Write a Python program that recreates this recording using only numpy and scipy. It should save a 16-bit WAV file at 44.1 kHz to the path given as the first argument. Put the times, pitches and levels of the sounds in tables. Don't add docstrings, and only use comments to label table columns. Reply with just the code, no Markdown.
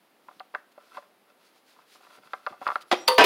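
import sys
import numpy as np
from scipy import signal
from scipy.fft import rfft, irfft, next_fast_len
from scipy.io import wavfile
from scipy.ndimage import uniform_filter1d, minimum_filter1d, map_coordinates

SR = 44100
rng = np.random.default_rng(int(sys.argv[2]) if len(sys.argv) > 2 else 0)


def file_out(sig):
    cols = np.atleast_2d(sig).T
    lim = np.clip(cols, -1, 1)
    pcm = np.round(lim * 32767).astype(np.int16)
    wavfile.write(sys.argv[1], SR, pcm)


def linear_from_db(decibels):
    return 10 ** (np.asarray(decibels, float) / 20)


N = 143325

# (frequency [Hz], width [Hz], level [dB])
NECK = [(423, 66, -9), (594.5, 53, -2), (751.6, 40.6, -4), (918, 54, -8), (1020, 70, 0), (1185, 50.4, -2.5),
        (1342.4, 83, 1.5), (1550, 81, -4), (1750, 60, -12.5), (2025, 82, -11), (2122, 59, -9.5),
        (2644, 110, -8), (3400, 150, -12), (4660, 330, -21)]
# (frequency [Hz], width [Hz], level [dB])
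CAP = [(361, 40, 0), (495, 45, -0.5), (748, 65, -2), (883, 58, -5), (1133, 40, -8.5), (1526, 80, -16),
       (1944, 37, -10.5), (2530, 71, -15), (3170, 90, -9), (3940, 160, -17.5)]
# (frequency [Hz], width [Hz], level [dB])
SHELL = [(431, 20.7, -2), (856, 75, -1.5), (974, 24, -1), (1560, 33, -1), (1750, 38, -4), (2200, 59, -13),
         (2314, 14, -18), (2540, 34, -6), (2820, 78, -7.5), (3300, 88, -16), (3910, 29, -15),
         (4360, 120, -23), (4660, 170, -14.5), (5120, 25, -27)]


def unit(x):
    return x / np.sqrt(np.mean(x ** 2) + 1e-20)


def along(points, hz):
    f, v = np.transpose(points)
    return np.interp(np.log(hz + 1), np.log(f + 1), v)


def wobble(rate):
    return map_coordinates(rng.standard_normal(N // 50), [np.arange(N) * rate / SR])


def filtered(x, response):
    m = next_fast_len(x.shape[-1] + 8192)
    spectrum = rfft(x, m) * response(np.fft.rfftfreq(m, 1 / SR))
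    return irfft(spectrum, m)[..., :x.shape[-1]]


def causal(gain):
    def response(hz):
        cepstrum = irfft(np.log(gain(hz) + 1e-6))
        half = len(cepstrum) // 2
        cepstrum[1:half] *= 2
        cepstrum[half + 1:] = 0
        return np.exp(rfft(cepstrum))
    return response


def tinted(x, points):
    return filtered(x, causal(lambda hz: linear_from_db(along(points, hz))))


def body(modes):
    def response(f):
        total = 0
        for k, (hz, width, db) in enumerate(modes):
            damping = 1j * f * width
            total = total + (-1) ** k * linear_from_db(db) * damping / (hz * hz - f * f + damping)
        return total
    return response


def grains(rate, spread_db):
    u = rng.random((3, N))
    size = linear_from_db(-spread_db * np.log(np.maximum(u[2], 0.04)))
    return unit((u[0] < rate / SR) * np.sign(u[1] - 0.5) * size)


def add(out, s, x):
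    part = out[round(s * SR):][:len(x)]
    part += x[:len(part)]


def knocks(events, gain_db, modes, snap_db=14):
    favour_oct, rise_s = 0.87, 0.0011
    echo_s, echo_db = 0.0065, -11
    out, t = np.zeros(N), np.arange(SR // 8) / SR
    rise = 1 - np.exp(-(t / rise_s) ** 2)
    hz, width, db = np.transpose(modes)[:, :, None]
    for event in events:
        s, peak_db, pitch_hz = event[:3]
        linger_hz = event[-1]
        r = rng.standard_normal((3, len(modes), 1))
        octaves = np.log2(hz / pitch_hz)
        level = db + 1.5 * r[0] - 6 * (octaves / favour_oct) ** 2 / (1 + octaves ** 2)
        level = level + 8 * np.exp(-(np.log(hz / linger_hz) / 0.045) ** 2)
        swing = np.sin(2 * np.pi * hz * (1 + 0.006 * r[1]) * t + 0.3 * r[2])
        ring = (linear_from_db(level) * np.exp(-np.pi * width * t) * swing).sum(0)
        snap = linear_from_db(snap_db) * np.exp(-np.pi * 400 * t) * np.sin(2 * np.pi * pitch_hz * t)
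        hit = rise * (ring + snap)
        gain = linear_from_db(peak_db + gain_db) / np.abs(hit).max()
        add(out, s, gain * hit)
        add(out, s + echo_s, gain * linear_from_db(echo_db) * rise * snap)
    return out


def still_air():
    # (frequency [Hz], level [dB])
    air_colour = [(30, -40), (110, -10), (200, 1), (400, -0.5), (1200, -7.5), (3000, -14), (6000, -20),
                  (16000, -18)]
    air = filtered(rng.standard_normal(N), lambda hz: linear_from_db(along(air_colour, hz)))
    return linear_from_db(-62.5 + 0.09 * wobble(5.8)) * unit(air)


def strokes(column):
    # (middle [s], length [s], glove level [dB], thread level [dB])
    hand = [(0.338, 0.18, -71.5, -70), (0.56, 0.09, -70.5, -71.5), (0.723, 0.014, -66.5, -84),
            (0.916, 0.26, -68, -60), (0.961, 0.064, -61, -48.5), (1.043, 0.048, -80, -59.5),
            (1.3, 0.056, -78, -63), (1.464, 0.15, -68.5, -67), (1.567, 0.071, -68.5, -85),
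            (1.712, 0.12, -65.5, -74), (1.801, 0.088, -73, -61), (1.937, .12, -60.5, -79),
            (2.05, 0.14, -66, -64), (2.139, 0.12, -62.5, -57.5), (2.255, 0.072, -67, -55.5),
            (2.354, 0.13, -65.5, -60.5), (2.501, 0.13, -64, -55.5), (2.653, 0.1, -60, -46.5),
            (2.73, 0.14, -59.5, -56), (2.82, 0.025, -54.5, -67), (2.9, 0.076, -69, -81),
            (2.985, 0.13, -60, -85)]
    t, power = np.arange(N) / SR, np.zeros(N)
    for row in hand:
        power += linear_from_db(2 * row[column]) * np.exp(-(3 * (t - row[0]) / row[1]) ** 2)
    return np.sqrt(power)


def glove():
    # (frequency [Hz], level [dB])
    cloth = [(400, -28), (1500, -1), (4500, 0.5), (7000, -3), (16000, -10.5)]
    fibres = grains(rate=7300, spread_db=0.5) + 0.47 * rng.standard_normal(N)
    return strokes(column=2) * linear_from_db(4 + 1.2 * wobble(30)) * unit(tinted(fibres, cloth))


def thread():
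    slips = grains(rate=370, spread_db=6.5) + 0.52 * rng.standard_normal(N)
    return strokes(column=3) * linear_from_db(1.9 * wobble(35)) * unit(filtered(slips, body(NECK)))


def neck_knocks():
    # (time [s], peak level [dB], contact pitch [Hz], lingering mode [Hz])
    hits = [(0.285, -32.5, 1080, 1020), (0.31, -41.5, 980, 740), (0.403, -26.5, 1150, 750),
            (0.5405, -27.5, 926, 584), (0.778, -32.5, 600, 578), (0.957, -39, 1310, 750),
            (0.9705, -25, 1000, 1020), (0.9755, -28, 925, 750), (0.979, -37, 1120, 590),
            (0.9825, -33.5, 820, 583), (1.025, -43.5, 1400, 590), (2.3335, -16, 1380, 1315),
            (2.336, -20, 1360, 745), (2.4645, -16.5, 1440, 1317), (2.4685, -14, 1203, 1170),
            (2.47, -27, 587, 594), (2.524, -35, 1090, 1190), (2.528, -36, 670, 750), (2.538, -36, 810, 750),
            (2.615, -26.5, 710, 750), (2.626, -29.5, 960, 1020), (2.673, -21.5, 1020, 1020),
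            (2.68, -19, 1190, 1190)]
    return knocks(hits, -3.5, NECK)


def bay(x):
    # (frequency [Hz], t60 [s])
    decay = [(200, 0.8), (1000, 0.32), (4000, 0.4), (12000, 0.26)]
    out, step = np.zeros(N), SR // 4
    for start in range(0, N, step):
        hz, t, z = signal.stft(rng.standard_normal(SR // 2), SR, nperseg=256)
        fade = linear_from_db(-60 * t / along(decay, hz)[:, None])
        tail = signal.istft(z * fade, SR, nperseg=256)[1]
        answer = signal.fftconvolve(x[start:start + step], tail / np.linalg.norm(tail))
        add(out, start / SR + 0.0025, answer)
    return linear_from_db(-17.5) * out


def thuds():
    # (time [s], level [dB])
    pushes = [(0.361, -59), (2.186, -57), (2.25, -58), (2.503, -48), (2.614, -51)]
    centre_hz, width_hz = 236, 210
    out, t = np.zeros(N), np.arange(SR // 10) / SR
    for s, db in pushes:
        noise = rng.standard_normal(len(t))
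        puff = unit(filtered(noise, lambda f: np.exp(-((f - centre_hz) / width_hz) ** 2)))
        add(out, s, linear_from_db(db) * puff * (t / 0.0076) * np.exp(1 - t / 0.0075))
    return out


def ticks():
    # (time [s], peak level [dB], t60 [s])
    edge_ticks = [(0.3974, -36, .006), (0.548, -42.5, 0.0068), (0.9702, -44, .01), (2.3339, -39.5, 0.014),
                  (2.4644, -38, 0.024), (2.666, -42, 0.017), (2.676, -33, 0.028), (2.7028, -46, 0.014),
                  (2.7166, -47, 0.013), (2.757, -34, 0.01), (2.811, -45.5, 0.021), (2.822, -44, 0.02),
                  (3.0755, -30, 0.016), (1.877, -72, .018), (2.187, -62, .018)]
    # (frequency [Hz], level [dB])
    edge = [(800, -25), (1800, 0), (3200, 4), (5000, 0), (5700, -16), (16000, -21)]
    out, t = np.zeros(N), np.arange(SR // 25) / SR
    for s, db, t60 in edge_ticks:
        add(out, s, linear_from_db(db + 7 - 60 * t / t60) * rng.standard_normal(len(t)))
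    return tinted(out, edge)


def ratchet():
    # (time [s], peak level [dB], contact pitch [Hz])
    teeth = [(2.667, -7.5, 1240), (2.687, -12.5, 1140), (2.7025, -13, 1174), (2.7173, -17, 1150),
             (2.7567, -8.5, 1290), (0.5491, -14.5, 1480)]
    return knocks(teeth, -3.5, NECK, snap_db=21)


def creaks():
    # (time [s], peak level [dB], strongest pitch [Hz])
    slips = [(0.919, -39.5, 1350), (1.269, -54, 1400), (1.558, -47, 570), (1.764, -47.5, 974),
             (1.789, -41.5, 970), (1.953, -41, 820), (2.006, -45, 780), (2.032, -43.5, 1360),
             (2.068, -41.5, 1100), (2.103, -42.5, 1380), (2.128, -46.5, 990), (2.182, -40, 310)]
    return knocks(slips, -3.5, NECK)


def seal():
    # (start [s], length [s], level [dB], pitch [Hz], octave level [dB])
    squeaks = [(2.86, 0.053, -75, 5590, 11), (2.935, 0.018, -63, 5690, -22), (2.955, 0.087, -45, 5690, -24),
               (3.025, 0.026, -54, 5690, -20), (3.05, 0.025, -48, 5690, -16)]
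    # (start [s], length [s], level [dB], centre [Hz], width [Hz])
    whiff = (2.997, .066, -58, 7550, 750)
    out = np.zeros(N)
    phase = 2 * np.pi * np.cumsum(1 + 0.002 * wobble(43)) / SR
    for s, length, db, hz, octave_db in squeaks:
        octave = linear_from_db(octave_db) * np.sin(2 * hz * phase + 1.5 * wobble(150))
        tone = (np.sin(hz * phase) + octave) * linear_from_db(1.6 * wobble(80))
        swell = np.sqrt(np.hanning(round(length * SR)))
        add(out, s, linear_from_db(db) * swell * tone[round(s * SR):][:len(swell)])
    s, length, db, hz, width = whiff
    air = unit(filtered(rng.standard_normal(SR // 4), lambda f: np.exp(-((f - hz) / width) ** 2)))
    swell = np.hanning(round(length * SR)) ** 0.19
    add(out, s, linear_from_db(db) * swell * air[:len(swell)])
    return out


def blows():
    # (time [s], level [dB], hold [s], t60 [s], bright crack level [dB])
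    heavy = [
        (2.9135, -20.5, 0.013, 0.078, -44),
        (3.078, -24.5, 0.0086, 0.15, -17),
        (3.1805, -12, 0.032, 0.22, -21),
        (3.240, -17, .012, .1, -16),
    ]
    crack_holds = [0.015, 0.0074, 0.0033, .012]
    crack_t60s = [.015, 0.034, 0.027, .03]
    # (frequency [Hz], level [dB])
    cover = [(60, -37), (250, -7), (800, 3), (1800, -7.5), (2900, -9), (5000, -16.5), (7000, -23.5),
             (16000, -44)]
    # (frequency [Hz], level [dB])
    crack_colour = [(1000, -28.5), (3200, 7), (5000, -1), (8000, -8), (16000, -6.5)]
    settle_db, settle_t60, sizzle_db, sizzle_t60 = -17.5, 0.42, -18, 0.48
    out, t = np.zeros(N), np.arange(SR // 4) / SR

    def fall(hold, t60):
        return linear_from_db(-60 * np.maximum(t - hold, 0) / t60) * (1 - np.exp(-t / 0.0005))

    bodies = [CAP, SHELL, SHELL, SHELL]
    for blow, crack_hold, crack_t60, struck in zip(heavy, crack_holds, crack_t60s, bodies):
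        s, db, hold, t60, crack_db = blow
        rattle = grains(rate=2200, spread_db=4)[:len(t)] + 0.84 * rng.standard_normal(len(t))
        burst = (fall(hold, t60) + linear_from_db(settle_db) * fall(hold, settle_t60)) * rattle
        broad = tinted(burst, cover)
        modes = filtered(burst, body(struck))
        head = round((hold + 0.019) * SR)
        add(out, s, linear_from_db(db) * (broad / broad[:head].std() + linear_from_db(-5) * modes / modes[:head].std()))
        shape = fall(crack_hold, crack_t60) + linear_from_db(sizzle_db) * fall(crack_hold, sizzle_t60)
        add(out, s, linear_from_db(crack_db) * shape * unit(tinted(rng.standard_normal(len(t)), crack_colour)))
    return out


def cracking():
    # (time [s], peak level [dB], contact pitch [Hz], lingering mode [Hz])
    impacts = [(2.9155, -18, 3150, 3170), (2.9178, -15, 1210, 1140), (2.923, -13.5, 734, 748),
               (2.927, -13, 695, 361), (2.935, -21, 500, 361)]
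    return knocks(impacts, -3.5, CAP)


def metal():
    # (frequency [Hz], level [dB], t60 [s])
    metal_modes = [(511, -9, 1.2), (928, -2.5, 0.24), (1049.5, -6.5, 0.23), (1200, -10, 0.28),
                   (1995, -13.5, 0.14), (2695, -8.5, 0.072), (3596, -10, 0.11), (4646, 1, .028),
                   (4565, -9, .24), (3150, 5, 0.016), (5850, -31, .14), (8550, -33, 0.18),
                   (9440, -22.5, 0.3), (9820, -18.5, 0.11)]
    out, t = np.zeros(N), np.arange(SR // 4) / SR
    for hz, db, t60 in metal_modes:
        loose = hz / (hz + 1500)
        beat = linear_from_db(loose * 6 * np.minimum(t / 0.012, 1) * wobble(150)[:len(t)])
        slip = loose * 1.83 * wobble(148.7)[:len(t)]
        rise = 1 - np.exp(-(t * hz / 2.9) ** 2)
        tone = np.sin(2 * np.pi * hz * t + slip)
        add(out, 3.0782, linear_from_db(-12.5 + db - 60 * t / t60) * beat * tone * rise)
    return out


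def clatter():
    # (time [s], peak level [dB], contact pitch [Hz], lingering mode [Hz])
    impacts = [(3.1812, -3, 2130, 2200), (3.184, -4, 990, 974), (3.1893, -10.5, 900, 974),
               (3.195, -5.5, 1550, 1560), (3.197, -6.5, 2800, 2820), (3.1985, -8, 736, 856),
               (3.2045, -7, 525, 431), (3.211, -8, 1000, 974), (3.215, -10.5, 1310, 1750),
               (3.22, -4.5, 1900, 2540), (3.2255, -13, 950, 974), (3.241, -7.5, 2630, 2540),
               (3.246, -6, 610, 431)]
    return knocks(impacts, -3, SHELL)


def scene():
    near = neck_knocks() + thuds() + ticks() + ratchet() + creaks()
    near = near + seal() + blows() + cracking() + metal() + clatter()
    mid = still_air() + glove() + thread() + near + bay(near)
    return np.array([mid, mid])


def band_limit(x):
    return signal.sosfilt(signal.butter(12, 16300, fs=SR, output="sos"), x)


def record(dry):
    # (frequency [Hz], level [dB])
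    mic = [(4900, 0), (5700, -3.5), (8000, -6.5), (10000, -2), (15500, -5.5)]
    # (start [s], end [s])
    apart = [(.34, .36), (.66, .68), (1.59, 1.61), (2.46, 2.51), (2.79, 2.82), (2.91, 2.98), (3.074, 3.086)]
    low_cut_hz, top_hz, ceiling = 194, 16150, 0.69

    def band(f):
        return (1j * f / (low_cut_hz + 1j * f)) ** 2 * np.clip((top_hz - f) / 500, 0, 1)

    def scatter(f):
        phase = np.exp(3j * np.sin(f / 70) + 3j * np.sin(f / 190))
        return linear_from_db(-8) * phase / (1 + (6200 / (f + 1)) ** 8)

    x = filtered(tinted(dry, mic), band)
    need = minimum_filter1d(np.minimum(1, ceiling / (np.abs(x[0]) + 1e-9)), size=33)
    x = x * uniform_filter1d(need, size=17)
    x = filtered(x, lambda f: 1j * f / (50 + 1j * f))
    t = np.arange(N) / SR
    parted = sum(((t > a) & (t < b)) * 1.0 for a, b in apart)
    side = uniform_filter1d(parted, size=200) * filtered(x[0], scatter)
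    return band_limit(x + [side, -side])


dry = scene()
out = record(dry)
file_out(out)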